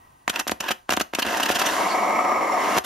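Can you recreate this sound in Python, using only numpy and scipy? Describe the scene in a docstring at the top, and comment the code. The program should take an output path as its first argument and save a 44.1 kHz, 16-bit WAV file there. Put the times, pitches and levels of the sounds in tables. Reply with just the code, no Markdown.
"""Outdoors in a quiet yard, a two-port microphone close to a small gas torch held to a hole in a drink can.
At first the flame keeps catching with a pop and tearing off the nozzle with a spit of hiss.
From about 1.2 s it stays lit and flutters, still sputtering, while gas hisses past the rim of the hole.
By 1.8 s it has settled into a hollow roar inside the ringing can; near 2.8 s three last pops blow it out.
Faint air and one far insect are left in the background."""
import sys
import numpy as np
from scipy import signal
from scipy.fft import rfft, irfft, next_fast_len
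from scipy.io import wavfile
from scipy.ndimage import map_coordinates

SR = 44100
rng = np.random.default_rng(int(sys.argv[2]) if len(sys.argv) > 2 else 0)


def inscribe(sig):
    """Save sig as 16-bit PCM at rate SR to the path in sys.argv[1].

    A 1-D sig is mono; a 2-D sig holds one channel per row.
    Samples are clipped to [-1, 1] before scaling.
    """
    pcm = np.round(np.clip(np.atleast_2d(sig).T, -1, 1) * 32767)
    wavfile.write(sys.argv[1], SR, pcm.astype(np.int16))


N = 125685
T = np.arange(N) / SR
FFT_SIZE = next_fast_len(N + SR // 2, True)
HZ = np.maximum(np.arange(FFT_SIZE // 2 + 1) * SR / FFT_SIZE, 1)

# Table levels are relative: each source and filter adds its own gain.
# the gas catches: t/s, level/dB, flame growth time/ms
POPS = [(.2792, 4, 0.13), (0.4691, -9.5, 0.33), (0.4956, -3, 0.12), (0.5192, 1.5, 0.43),
        (.7078, -0.5, 0.36), (.8934, 0.5, 0.18), (.9160, -5, 0.19), (0.9245, 3, 0.17), (0.9398, -5.5, 1),
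        (0.9736, 3.5, 0.24), (1.0104, 0.5, 0.17), (1.1364, -4, 0.23), (1.1869, 0.5, 0.64), (1.2560, -5, .3),
        (1.2670, -7, 0.54), (1.2810, -12, 0.29), (1.3704, -9.5, 0.75), (1.3995, -2.5, 0.3),
        (1.5021, 2.5, 0.29), (1.6172, 0.5, 0.29), (2.7680, 1, 0.32), (2.7785, 2.5, 0.22), (2.7862, 2, 0.16)]
# spectra of a pop's body and of its treble snap: f/Hz, level/dB
POP_SPECTRUM = [(60, 17), (90, 15.5), (150, 8), (300, 5), (700, 0), (1400, -5.5), (3000, -4.5),
                (5000, -2.5), (9000, -2), (15000, 0)]
SNAP_SPECTRUM = [(2000, 4), (4500, -32), (6500, 5), (9000, -5), (12000, -9.5), (15500, -4)]
# the flame tears off: t/s at the peak, hiss level/dB, half length/ms, rush level/dB
SPITS = [(0.299, -19, 2.4, -19.5), (0.36, -25, 1.6, -17), (0.398, -21, 3.6, -19), (.480, -22.5, 3.1, -23.5),
         (0.516, -23, 2.9, -33), (0.607, -23, 2.26, -22), (0.688, -31.5, 3.8, -16.5),
         (0.714, -22.5, 4.7, -17), (.907, -19, 2.2, -18), (0.922, -25, 2.7, -20), (0.936, -24.5, 3.9, -23),
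         (0.969, -22.5, 1.9, -23.5), (1.001, -23.5, 2.4, -19), (1.014, -21.5, 2.8, -20.5),
         (1.151, -18, 1.4, -21.5), (1.195, -24, 5.2, -20), (1.225, -25, 2.8, -14.5),
         (1.266, -27.5, 2.1, -28), (1.374, -27.5, 3.2, -27), (1.404, -26, 2.8, -19), (1.434, -22, 3.5, -20),
         (1.461, -26.5, 3.3, -16.5), (1.492, -25.5, 4, -17), (1.517, -25.5, 7.3, -21.5),
         (1.558, -24, 7.4, -20.5), (1.597, -23, 6.1, -20.5), (1.619, -25.5, 5.8, -20.5),
         (1.665, -23.5, 5.9, -18.5), (2.773, -26.5, 4.9, -32), (2.784, -15.5, 0.75, -33),
         (2.851, -29.5, 5.8, -25)]
# spectra of a spit's hiss and of the rush behind it: f/Hz, level/dB
HISS_SPECTRUM = [(800, 2.5), (1800, -17), (2800, -0.5), (4000, -0.5), (6300, 0.5), (7800, -9), (9000, -6.5),
                 (10000, -13), (11600, -2.5), (13000, -13.5), (15500, -30)]
RUSH_SPECTRUM = [(60, -38), (130, -6), (220, -11), (400, -13), (800, -12), (1600, 0), (2200, -10),
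                 (2900, -2.5), (4500, -19.5), (9000, -38), (15000, -23)]
# flame inside the can: t/s, level/dB, pitch ratio of its hollow colour
ROAR_CURVE = [(1.22, -94, .75), (1.28, -31.5, 0.82), (1.55, -32.5, 0.85), (1.70, -32, 0.92),
              (1.79, -22, 0.98), (1.92, -22.5, 1.004), (2.2, -21, 1.003), (2.45, -22.5, 0.98),
              (2.62, -22, .975), (2.765, -22, 1), (2.782, -17.5, 0.88), (2.792, -54, 1.5)]
# spectrum of that roar at ratio 1: f/Hz, level/dB
ROAR_SPECTRUM = [(50, -42.5), (130, -21), (200, -13), (310, -6), (450, -2), (600, -0.5), (720, 1.5),
                 (900, 1.5), (1200, 0.5), (1280, 1), (1360, -11), (1480, -16), (1700, -15), (2000, -8.5),
                 (2250, -4.5), (2370, -15), (2520, -19.5), (3100, -26), (3450, -32), (5300, -34),
                 (5660, -19), (6200, -42), (7370, -26), (8110, -46), (11100, -37.5), (15500, -44)]
# the flame holds between spits: start t/s, end t/s, level/dB
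FLAME_HOLDS = [(0.331, 0.418, -31), (0.622, 0.71, -31), (0.886, 0.947, -43), (1.132, 1.252, -37)]
# open flame once it stays lit: t/s, level/dB
FLAME_CURVE = [(1.22, -76), (1.25, -29.5), (1.33, -25), (1.54, -29.5), (1.70, -24), (1.80, -29), (2.0, -38),
               (2.4, -64), (2.62, -31), (2.74, -27.5), (2.783, -25), (2.792, -60)]
# spectrum of the open flame: f/Hz, level/dB
FLAME_SPECTRUM = [(50, -10), (130, -38), (200, -6), (300, 0.5), (700, 3), (1000, 5.5), (1210, -2.5),
                  (1500, 4), (1950, 0), (2100, -3.5), (2380, -8), (2700, 0), (3200, -5.5), (4000, -13),
                  (6000, -13.5), (7900, -24.5), (9000, -17.5), (9800, -38), (11600, -21), (15500, -27.5)]
# gas hissing past the rim of the hole: t/s, level/dB
JET_CURVE = [(1.2, -72), (1.3, -38.5), (1.6, -48), (1.72, -33.5), (1.85, -37.5), (2.05, -43.5),
             (2.35, -48.5), (2.6, -43), (2.75, -36.5), (2.785, -44), (2.795, -71)]
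# spectrum of that hiss: f/Hz, level/dB
JET_SPECTRUM = [(1500, -22.5), (3000, -1.5), (4400, -2.5), (5200, -4), (5750, -1), (6300, -2), (7300, -4),
                (8000, -13), (9000, -5.5), (9700, -18), (11200, -3.5), (12300, -19), (15500, -18)]
# the jet nearly whistles on the rim: t/s, half length/s, f/Hz, level/dB
WHISTLES = [(0.296, .003, 3180, -36), (0.607, 0.0032, 2776, -34.5), (0.908, .003, 2800, -29),
            (0.91, 0.0024, 3500, -38), (1.152, 0.0023, 2600, -28), (1.229, 0.003, 2795, -24.5),
            (1.226, .005, 4290, -36), (1.433, 0.0034, 2865, -26), (1.559, .005, 3170, -34),
            (1.665, .01, 6000, -36), (1.915, 0.02, 4450, -41)]
# resonances of the can: f/Hz, level/dB, t60/s
CAN_MODES = [(305, -12, .15), (738, -6.5, .08), (1513, -11, .2), (1787, -7, .16), (1989, -11, .15),
             (2621, -11, .12), (3196, -13, .1)]
# peaks and dips from hands, bench and ground on the way to the microphone: f/Hz, level/dB
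PATH_RESPONSE = [(30, -24), (60, 2), (88, 4.5), (135, -5.5), (165, -2), (210, 2.5), (245, -2), (310, 1.5),
                 (370, -1), (430, -6.5), (520, -1.5), (660, -2.5), (735, 2.5), (785, -4.5), (830, -9),
                 (885, -1.5), (1020, -0.5), (1300, -1), (15000, -0.5), (16000, -29)]
# tone of the yard's echoes: f/Hz, level/dB
YARD_RESPONSE = [(80, 2.5), (300, -4.5), (1000, -2), (3000, -4), (8000, -5), (15000, 1)]
# stereo width of the yard: f/Hz, side level/dB
YARD_WIDTH = [(100, -31), (400, -8), (900, 9), (2500, -7), (6000, -10), (12000, -4)]
# background air: t/s, level/dB
AIR_CURVE = [(0, -56), (.2, -61), (.85, -65.5), (2.85, -66)]
# spectrum of the air: f/Hz, level/dB
AIR_SPECTRUM = [(25, -11), (60, -6), (130, -6), (200, -14.5), (280, -11.5), (420, -19), (580, -18.5),
                (1030, -11.5), (1180, -16), (1300, -16), (1400, -28), (1650, -24), (2100, -24.5),
                (2800, -24), (4000, -34), (7500, -36), (15500, -33.5)]
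# faint steady tones in the yard: f/Hz, width/Hz, level/dB relative to the air
AIR_TONES = [(1540, 51, -14), (1915, 79, -12)]
# balance of the microphone ports: f/Hz, left minus right level/dB
PORT_BALANCE = [(60, 0.0), (75, 0.5), (93, 0.5), (120, 0.5), (150, 0.5), (180, 1.5), (230, 1.0),
                (280, -0.5), (350, 0.0), (440, -0.5), (550, 2.5), (680, 3.5), (850, -1.5), (1060, -1.0),
                (1320, 2.5), (1650, -1.5), (2060, 0.5), (2560, -3.5), (3200, -0.5), (3990, 1.0),
                (4970, 0.0), (6200, 2.0), (7730, 3.5), (9640, -0.5), (12000, -2.0), (15000, 1.0)]
# phase between the ports, before limiting: f/Hz, lead of the left/rad
PORT_PHASE = [(0, 0), (780, -0.6), (1120, 0.7), (1380, -0.8), (1640, 0.5), (2330, -0.6), (3010, 0.2),
              (5340, -0.5), (5600, 0.2), (6200, -0.8), (6980, -0.4), (8010, -2.9), (9130, -1.7),
              (9910, -2.9), (11600, -0.4), (12900, -0.5), (15200, -2.8), (16100, -1.4)]
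# scatter that differs between the ports: f/Hz, level/dB
PORT_SCATTER = [(100, -26), (350, -20), (600, -12), (1200, -7), (2500, -12), (5000, -7), (9000, -1),
                (15000, -2)]


def pops(collapse_ms=0.069, ragged_ms=1.2, smear_hz=700):
    """The gas catches: heat release grows and abruptly collapses; the pressure is its rate of change."""
    pressure, ms = np.zeros(N), T * 1000
    count = SR // 100
    for s, db, growth_ms in POPS:
        age_ms = ms - s * 1000
        heat = np.exp(-np.minimum(np.logaddexp(-age_ms / growth_ms, age_ms / collapse_ms), 20))
        pulse = np.gradient(heat)
        # the flame front is ragged, so each pop trails off in its own way
        front = rng.standard_normal(count) * np.exp(-ms[:count] / ragged_ms)
        front *= from_db(-10) / np.linalg.norm(front)
        front[0] = 1
        pressure += from_db(db - 2.5) * signal.oaconvolve(pulse / np.abs(pulse).max(), front)[:N]
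    pole = np.exp(-2 * np.pi * smear_hz / SR)
    smeared = signal.lfilter([pole, -1], [1, -pole], pressure + 1e-18)   # all-pass: the lows come late
    return colour(butterworth(smeared, "high", hz=255), POP_SPECTRUM)


def thump(x):
    """A faint low ring follows each pop."""
    return x + from_db(-5.5) * resonate(x, hz=85, width_hz=11)


def snaps(decay_ms=1.2, reference_growth_ms=0.18):
    """Each pop opens with a snap of treble; faster flame growth snaps harder."""
    level = 0
    for s, db, growth_ms in POPS:
        age_ms = (T - s) * 1000
        decay = (age_ms > 0) * np.exp(-np.clip(age_ms / decay_ms, 0, 20))
        level += from_db(db - 24.5) * reference_growth_ms / growth_ms * decay
    return level * noise(SNAP_SPECTRUM)


def spits(rush_lag_s=0.0016, puff_lag_s=0.0071):
    """The flame tears off the nozzle: a swell of bright hiss, a lower rush just behind, then a dull puff."""
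    hiss, rush, puff = 0, 0, 0
    for s, hiss_db, half_ms, rush_db in SPITS:
        half_s = half_ms / 1000
        hiss += from_db(hiss_db - 0.5) * swell(s, half_s)
        rush += from_db(rush_db - 3.5) * swell(s + rush_lag_s, half_s * 1.13)
        puff += from_db(rush_db - 16.5) * swell(s + puff_lag_s, half_s=0.0011)
    burst = hiss * noise(HISS_SPECTRUM) + rush * noise(RUSH_SPECTRUM)
    burst += puff * narrow_noise(hz=650, width_hz=550)
    return butterworth(burst + 1e-18, "high", hz=200)


def roar():
    """The flame burns inside the can: a hollow noise whose humps rise in pitch as it settles."""
    db, pitch_ratio = in_time(ROAR_CURVE)
    gliding = map_coordinates(noise(ROAR_SPECTRUM), [np.cumsum(pitch_ratio)], order=3, mode="wrap")
    return from_db(db) * flutter(depth_db=1.45, rate_hz=34.6) * gliding


def open_flame(edge_s=.003):
    """Turbulent burning in the open air, at first in short holds, then staying lit."""
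    level = from_db(in_time(FLAME_CURVE)[0])
    for start, end, db in FLAME_HOLDS:
        gate = (np.tanh((T - start) / edge_s) - np.tanh((T - end) / edge_s)) / 2
        level += from_db(db) * gate
    return level * flutter(depth_db=2.6, rate_hz=106) * noise(FLAME_SPECTRUM)


def jet():
    """Smooth hiss of gas past the rim, sinking while the flame sits well inside the can."""
    return from_db(in_time(JET_CURVE)[0]) * noise(JET_SPECTRUM)


def whistles(waver_share=.06):
    """Short, unsteady edge tones where the jet grazes the rim of the hole, each at its own pitch."""
    tones = 0
    for s, half_s, hz, db in WHISTLES:
        pitch_hz = hz * (1 + waver_share * wander(rate_hz=395))
        tone = rms_one(np.sin(2 * np.pi * np.cumsum(pitch_hz) / SR))
        tones += from_db(db + 5.5) * swell(s, half_s) * tone
    return tones


def can(x):
    """The can rings along with the flame."""
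    return x + sum(from_db(db - 5) * resonate(x, hz, width_hz=np.log(1000) / (np.pi * t60))
                   for hz, db, t60 in CAN_MODES)


def yard(x):
    """Close scatter from hands, bench and ground, then a faint tail from stones and bushes farther off."""
    near = from_db(-12) * echoes(x, t60_s=0.076)
    far = from_db(-13.5) * echoes(x, t60_s=0.25)
    return colour(near + far, YARD_RESPONSE)


def background():
    """Still air with two faint tones, and a thin insect in the distance."""
    air = noise(AIR_SPECTRUM)
    tones = sum(from_db(db) * narrow_noise(hz, width_hz) for hz, width_hz, db in AIR_TONES)
    insect = from_db(-76) * narrow_noise(hz=9380, width_hz=130)
    return from_db(in_time(AIR_CURVE)[0]) * (air + tones) + insect


def microphone(x, phase_limit_rad=1.45):
    """Each of the two ports hears the sound with its own ripple of level and phase."""
    phase = np.clip(at_hz(PORT_PHASE), -phase_limit_rad, phase_limit_rad)
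    left = from_db(at_hz(PORT_BALANCE) / 2) * np.exp(.5j * phase)
    pair = np.array([left, 1 / left])
    return irfft(rfft(x, FFT_SIZE) * pair / np.abs(pair.mean(0)), FFT_SIZE)[:, :N]


def from_db(db):
    """Decibels to gain."""
    return 10 ** (np.asarray(db) / 20)


def rms_one(x):
    """Scale to rms 1."""
    return x / np.sqrt(np.mean(x ** 2) + 1e-20)


def in_time(rows):
    """Each column of a curve at every sample."""
    s, *columns = np.transpose(rows)
    return [np.interp(T, s, column) for column in columns]


def at_hz(points):
    """A table read on the log-frequency axis."""
    hz, value = np.transpose(points)
    return np.interp(np.log(HZ), np.log(np.maximum(hz, 1)), value)


def colour(x, points):
    """Causal (minimum-phase) filter shaped by rows of f/Hz, level/dB."""
    cepstrum = irfft(np.log(from_db(at_hz(points))), FFT_SIZE)
    cepstrum[1:FFT_SIZE // 2] *= 2
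    cepstrum[FFT_SIZE // 2 + 1:] = 0
    return irfft(rfft(x, FFT_SIZE) * np.exp(rfft(cepstrum)), FFT_SIZE)[..., :N]


def butterworth(x, kind, hz):
    """Second-order low-pass or high-pass."""
    return signal.sosfilt(signal.butter(2, hz, kind, fs=SR, output="sos"), x)


def resonate(x, hz, width_hz):
    """One resonance, gain 1 at its peak."""
    radius = np.exp(-np.pi * width_hz / SR)
    feedforward = np.array([1, 0, -1]) * (1 - radius ** 2) / 2
    feedback = [1, -2 * radius * np.cos(2 * np.pi * hz / SR), radius ** 2]
    return signal.lfilter(feedforward, feedback, x + 1e-18)


def noise(spectrum):
    """Coloured noise, rms 1."""
    return rms_one(colour(rng.standard_normal(N), spectrum))


def narrow_noise(hz, width_hz):
    """Noise twice through a resonance, rms 1."""
    return rms_one(resonate(resonate(rng.standard_normal(N), hz, width_hz), hz, width_hz))


def wander(rate_hz):
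    """Random drift, mostly slower than the given rate, rms 1."""
    return rms_one(butterworth(rng.standard_normal(N), "low", rate_hz))


def flutter(depth_db, rate_hz):
    """A randomly wavering gain, rms 1."""
    return rms_one(from_db(depth_db * wander(rate_hz)))


def swell(s, half_s):
    """A bell-shaped envelope centred on time s."""
    return np.exp(-.5 * np.minimum(((T - s) / half_s) ** 2, 100))


def echoes(x, t60_s, gap_s=.002):
    """Dense dying echoes with about as much energy as the sound itself."""
    t = T[:SR // 2]
    tail = rng.standard_normal(len(t)) * from_db(-60 * t / t60_s) * (t > gap_s)
    return signal.fftconvolve(x, tail / np.linalg.norm(tail))[:N]


def scene(sputter_pan_db=-.6, steady_pan_db=0.7):
    """Flame and can close in front of the microphone, the yard all around; pans are left minus right."""
    sputter = thump(pops()) + snaps() + spits() + open_flame() + whistles()
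    sputter = can(colour(sputter, PATH_RESPONSE))
    steady = can(colour(roar() + jet(), PATH_RESPONSE))
    flame = sputter + steady
    sides = np.array([[1], [-1]])   # left, right
    direct = sputter * from_db(sides * sputter_pan_db / 2) + steady * from_db(sides * steady_pan_db / 2)
    width = colour(yard(flame) + background(), YARD_WIDTH)
    scatter = colour(echoes(flame, t60_s=.035), PORT_SCATTER)
    return microphone(direct + yard(flame) + background()) + sides * (width + scatter)


def record(dry, overload=.8, cutoff_hz=15700):
    """The recorder rounds off the loudest peaks and cuts the top steeply."""
    rounded = dry / (1 + (dry / overload) ** 4) ** .25
    return signal.sosfilt(signal.ellip(10, .1, 80, cutoff_hz, fs=SR, output="sos"), rounded)


dry = scene()
out = record(dry)
inscribe(out)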